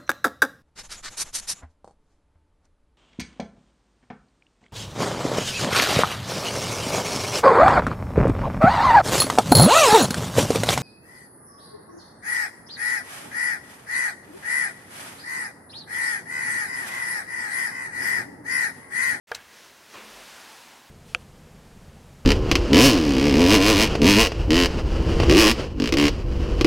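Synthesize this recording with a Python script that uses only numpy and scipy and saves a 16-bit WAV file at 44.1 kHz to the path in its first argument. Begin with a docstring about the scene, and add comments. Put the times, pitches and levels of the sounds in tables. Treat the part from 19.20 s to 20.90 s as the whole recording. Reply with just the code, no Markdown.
"""Beetle larva in a dish

A small room, the camera's microphone close to the dish. Handling gives a dull knock that rings the
dish, then a sharp double click. A faint, dry friction rasp follows: one weak stroke and one long one,
which starts with a low scrape on the dish. A steady hiss lies under it all."""
import sys
import numpy as np
from scipy import signal
from scipy.fft import rfft, irfft, next_fast_len
from scipy.io import wavfile

SR = 44100
rng = np.random.default_rng(int(sys.argv[2]) if len(sys.argv) > 2 else 0)


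def generate_wav(sig):
    """Save sig (samples, or channels by samples) to the path in sys.argv[1] as 16-bit PCM at SR."""
    pcm = np.round(np.clip(np.atleast_2d(sig).T, -1, 1) * 32767).astype(np.int16)
    wavfile.write(sys.argv[1], SR, pcm)


N = 74970
T = np.arange(N) / SR

# effort of the weak first stroke (time [s], level [dB])
WEAK_EFFORT = [(.25, -70), (.34, -52.5), (.42, -52), (.47, -53), (.55, -61.5), (.65, -58.5), (.73, -50.5),
               (.84, -76)]
# spectrum of the weak stroke (frequency [Hz], level [dB])
WEAK_SPECTRUM = [(100, -15), (330, 1.5), (900, -3.5), (1900, -1.5), (3000, -2.5), (4200, -4), (6200, -3.5),
                 (8000, -12.5), (11000, -11.5), (16000, -25)]
# effort of the long stroke (time [s], level [dB])
LONG_EFFORT = [(.62, -80), (.74, -52), (.9, -47.5), (1.12, -47), (1.3, -48), (1.45, -50.5), (1.58, -56),
               (1.7, -81)]
# spectrum of the long stroke (frequency [Hz], level [dB])
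LONG_SPECTRUM = [(100, -20), (220, -1.5), (450, -4), (950, -0.5), (1900, -1.5), (3000, -2.5), (5500, -6),
                 (8000, -10.5), (12000, -14.5), (16000, -25)]
# hollow resonance climbing through the long stroke (time [s], centre [Hz], level [dB])
HOLLOW_GLIDE = [(.8, 520, -80), (0.919, 550, -57.5), (1.01, 610, -54), (1.07, 720, -65), (1.2, 833, -62),
                (1.319, 932.4, -53.5), (1.4, 956, -62), (1.6, 897, -56.5), (1.7, 892, -66)]
# spectrum of the scrape on the dish (frequency [Hz], level [dB])
SCRAPE_SPECTRUM = [(100, -13), (220, -8), (370, 4), (800, -3.5), (1060, 4.5), (1350, -2.5), (1800, -1.5),
                   (2200, -4), (2480, 1.5), (3200, -7.5), (4200, -12), (12000, -26)]
# resonances stirred by the rubbing (time [s], spread [s], centre [Hz], width [Hz], level [dB])
RUB_RESONANCES = [(.35, 0.035, 1854, 450, -57.5), (.79, 0.039, 351.6, 140, -56),
                  (1.19, 0.11, 1544, 300, -57.5), (1.54, 0.12, 251.9, 108, -64.5)]
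# low hums under the scrape (time [s], spread [s], frequency [Hz], level [dB])
SCRAPE_HUMS = [(.84, 0.056, 213, -54.5), (.98, 0.064, 46.9, -62)]
# contacts that ring the dish (time [s], level [dB])
KNOCK_HITS = [(0.1183, -15.5), (0.122, -36)]
# modes of the dish (frequency [Hz], level [dB], t60 [s])
DISH_MODES = [(480, -13, 0.047), (627, -23, 0.1), (715, -22, 0.077), (890, -15, 0.037), (1222, -18, 0.052),
              (1470, -7, 0.021), (1630, -0.5, 0.021), (1840, -20, .025), (2310, -14.5, 0.021),
              (3160, -20.5, 0.046), (3980, -30, 0.023)]
# spectrum of the knock's first touch (frequency [Hz], level [dB])
TICK_SPECTRUM = [(500, 7), (3000, 3), (5400, 6), (8500, -11), (11000, -3), (16000, -13)]
# hard contacts of the click (time [s], level [dB])
CLICK_HITS = [(0.1467, -34), (0.1494, -23)]
# modes of the small clicking parts (frequency [Hz], level [dB], t60 [s])
PART_MODES = [(2090, -23, 0.068), (4082, -0.5, 0.012), (4350, -6, 0.011), (5200, -6.5, 0.013),
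              (5986, -9, .022), (7260, -15, 0.01), (9370, -21, 0.0087)]
# spectrum of the click's crack and rattle (frequency [Hz], level [dB])
CRACK_SPECTRUM = [(250, -23), (650, 1), (1100, -7), (1700, 2.5), (3100, -2), (4200, -0.5), (6200, -1),
                  (10000, -6.5), (16000, -19)]
# spectrum of the handling rustle (frequency [Hz], level [dB])
RUSTLE_SPECTRUM = [(30, -3), (120, 1), (500, -9), (1000, -5), (1700, 2.5), (2100, -2), (3300, -4.5),
                   (4500, -27), (12000, -33)]
# reverberation of the small room (frequency [Hz], t60 [s])
ROOM_DECAY = [(150, 0.17), (1600, 0.44), (5000, 0.093), (12000, 0.072)]
# spectrum of the background hiss (frequency [Hz], level [dB])
HISS_SPECTRUM = [(20, -18), (50, -3.5), (100, -3.5), (250, -0.5), (600, -1.5), (950, 1.5), (1350, 0),
                 (1630, 1.5), (1950, 0), (3000, -3.5), (6000, -7), (10000, -12.5), (16000, -16)]


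def rasp():
    """The larva, close up: two strokes, with a hollow resonance climbing through the second."""
    times, centre_hz, db = np.transpose(HOLLOW_GLIDE)
    hollow = amp(np.interp(T, times, db)) * resonance(np.interp(T, times, centre_hz), width_hz=390)
    return stroke(WEAK_EFFORT, WEAK_SPECTRUM) + stroke(LONG_EFFORT, LONG_SPECTRUM) + hollow


def stroke(effort, spectrum, catches_per_s=1600, catch_db=-10):
    """Fine friction: dense tiny catches merge into noise and swell with the effort."""
    catches = (rng.random(N) < catches_per_s / SR) * rng.standard_normal(N)
    grain = unit_rms(noise(spectrum) + amp(catch_db) * coloured(catches, spectrum))
    return amp(np.interp(T, *np.transpose(effort))) * grain


def scrape(start_s=0.7286, attack_s=0.016, hold_s=0.028, level_db=-43, fall_db_per_s=95):
    """The long stroke bites on the dish and hums briefly; both strokes stir dull resonances."""
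    age = T - start_s
    fall_db = fall_db_per_s * np.maximum(age - attack_s - hold_s, 0)
    bite = amp(level_db - fall_db) * np.clip(age / attack_s, 0, 1) * noise(SCRAPE_SPECTRUM)
    groans = sum(amp(db) * swell(at, spread) * resonance(hz, width)
                 for at, spread, hz, width, db in RUB_RESONANCES)
    hums = sum(amp(db) * swell(at, spread) * np.sin(2 * np.pi * hz * T)
               for at, spread, hz, db in SCRAPE_HUMS)
    return bite + groans + hums


def knock(push_s=0.1168, push_hz=723, push_db=-21, tick_db=-31.5, room_db=-19):
    """Handling near the microphone: a bright tick, one soft push, then the dish rings briefly."""
    tick = amp(tick_db) * decay(start_s=0.1163, t60=0.016) * noise(TICK_SPECTRUM)
    push_wave = np.sin(2 * np.pi * push_hz * (T - push_s))
    push = -amp(push_db) * swell(push_s, spread_s=0.00067) * push_wave
    dish = sum(amp(db) * ring(at, DISH_MODES, attack_s=0.00056) for at, db in KNOCK_HITS)
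    direct = tick + push + dish
    return direct + amp(room_db) * room(direct)


def clicks(crack_db=-7.5, rattle_db=-11.5, low_cut_hz=350, room_db=-25):
    """Two hard contacts close by: each a crack, short bright modes and a fine rattle after them."""
    direct = np.zeros(N)
    for at, db in CLICK_HITS:
        envelope = amp(crack_db) * decay(at, t60=0.0067) + amp(rattle_db) * decay(at, t60=0.068)
        direct += amp(db) * (envelope * noise(CRACK_SPECTRUM) + ring(at, PART_MODES, attack_s=0.0001))
    # the small parts radiate no bass
    direct = filtered(direct, lambda hz: (1j * hz / (low_cut_hz + 1j * hz)) ** 2)
    return direct + amp(room_db) * room(direct)


def rustle(level_db=-51.5):
    """Soft handling noise around the knock and clicks."""
    return amp(level_db) * swell(centre_s=0.17, spread_s=0.06) * noise(RUSTLE_SPECTRUM)


def room(direct):
    """The small room answers with a short tail; the treble dies first."""
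    hz, t, bands = signal.stft(rng.standard_normal(SR // 2), SR, nperseg=256)
    fade = np.exp(-np.log(1000) * t / along(ROOM_DECAY, hz)[:, None])
    _, tail = signal.istft(bands * fade, SR, nperseg=256)
    return signal.fftconvolve(direct, tail / np.linalg.norm(tail))[:N]


def hiss(level_db=-53):
    """The steady noise floor at the microphone."""
    return amp(level_db) * noise(HISS_SPECTRUM)


def ring(start_s, modes, attack_s):
    """Struck, damped modes; their levels vary a little from hit to hit."""
    return sum(amp(db + rng.normal(0, 1)) * decay(start_s, t60, attack_s)
               * np.sin(2 * np.pi * hz * (T - start_s)) for hz, db, t60 in modes)


def resonance(centre_hz, width_hz):
    """Noise in a narrow band whose centre may move."""
    white = rng.standard_normal((2, N))
    slow = filtered(white, lambda hz: 1 / (1 + (2 * hz / width_hz) ** 4) ** 0.5)
    phase = 2 * np.pi * np.cumsum(centre_hz * np.ones(N)) / SR
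    return unit_rms(slow[0] * np.cos(phase) + slow[1] * np.sin(phase))


def decay(start_s, t60, attack_s=0.0001):
    """Envelope of something struck: a quick rise, then 60 dB down in t60 seconds."""
    age = np.maximum(T - start_s, 0)
    return np.exp(-np.log(1000) * age / t60) * (1 - np.exp(-age / attack_s))


def swell(centre_s, spread_s):
    """A bell-shaped envelope."""
    return np.exp(-0.5 * ((T - centre_s) / spread_s) ** 2)


def noise(spectrum):
    """Fresh noise of the given spectrum, at rms 1."""
    return coloured(rng.standard_normal(N), spectrum)


def coloured(x, spectrum):
    """x shaped by the given spectrum, at rms 1."""
    return unit_rms(filtered(x, lambda hz: amp(along(spectrum, hz))))


def filtered(x, response):
    """x through a frequency response."""
    size = next_fast_len(N + 8192)
    return irfft(rfft(x, size) * response(np.fft.rfftfreq(size, 1 / SR)), size)[..., :N]


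def along(points, hz):
    """Interpolate a table on a log frequency axis."""
    freqs, values = np.transpose(points)
    return np.interp(np.log(hz + 1), np.log(freqs + 1), values)


def unit_rms(x):
    """Scale to rms 1."""
    return x / np.sqrt(np.mean(x ** 2) + 1e-20)


def amp(db):
    """Decibels to gain."""
    return 10 ** (np.asarray(db) / 20)


def scene():
    """One close position at the dish, every source dead centre."""
    mono = rasp() + hiss() + scrape() + rustle() + knock() + clicks()
    return np.array([mono, mono])


def record(dry, low_cut_hz=30, overload_db=-15, start_s=0.071, fade_in_s=0.012, top_hz=15950):
    """The camera's microphone: low cut, rounded peaks, a quick fade from silence and a band limit."""
    low_cut = filtered(dry, lambda hz: hz ** 3 / np.sqrt(hz ** 6 + low_cut_hz ** 6))
    rounded = low_cut / (1 + (low_cut / amp(overload_db)) ** 4) ** (1 / 4)
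    fade_in = np.sqrt(1 - np.exp(-np.maximum(T - start_s, 0) / fade_in_s))
    return filtered(rounded * fade_in, lambda hz: hz < top_hz)


dry = scene()
out = record(dry)
generate_wav(out)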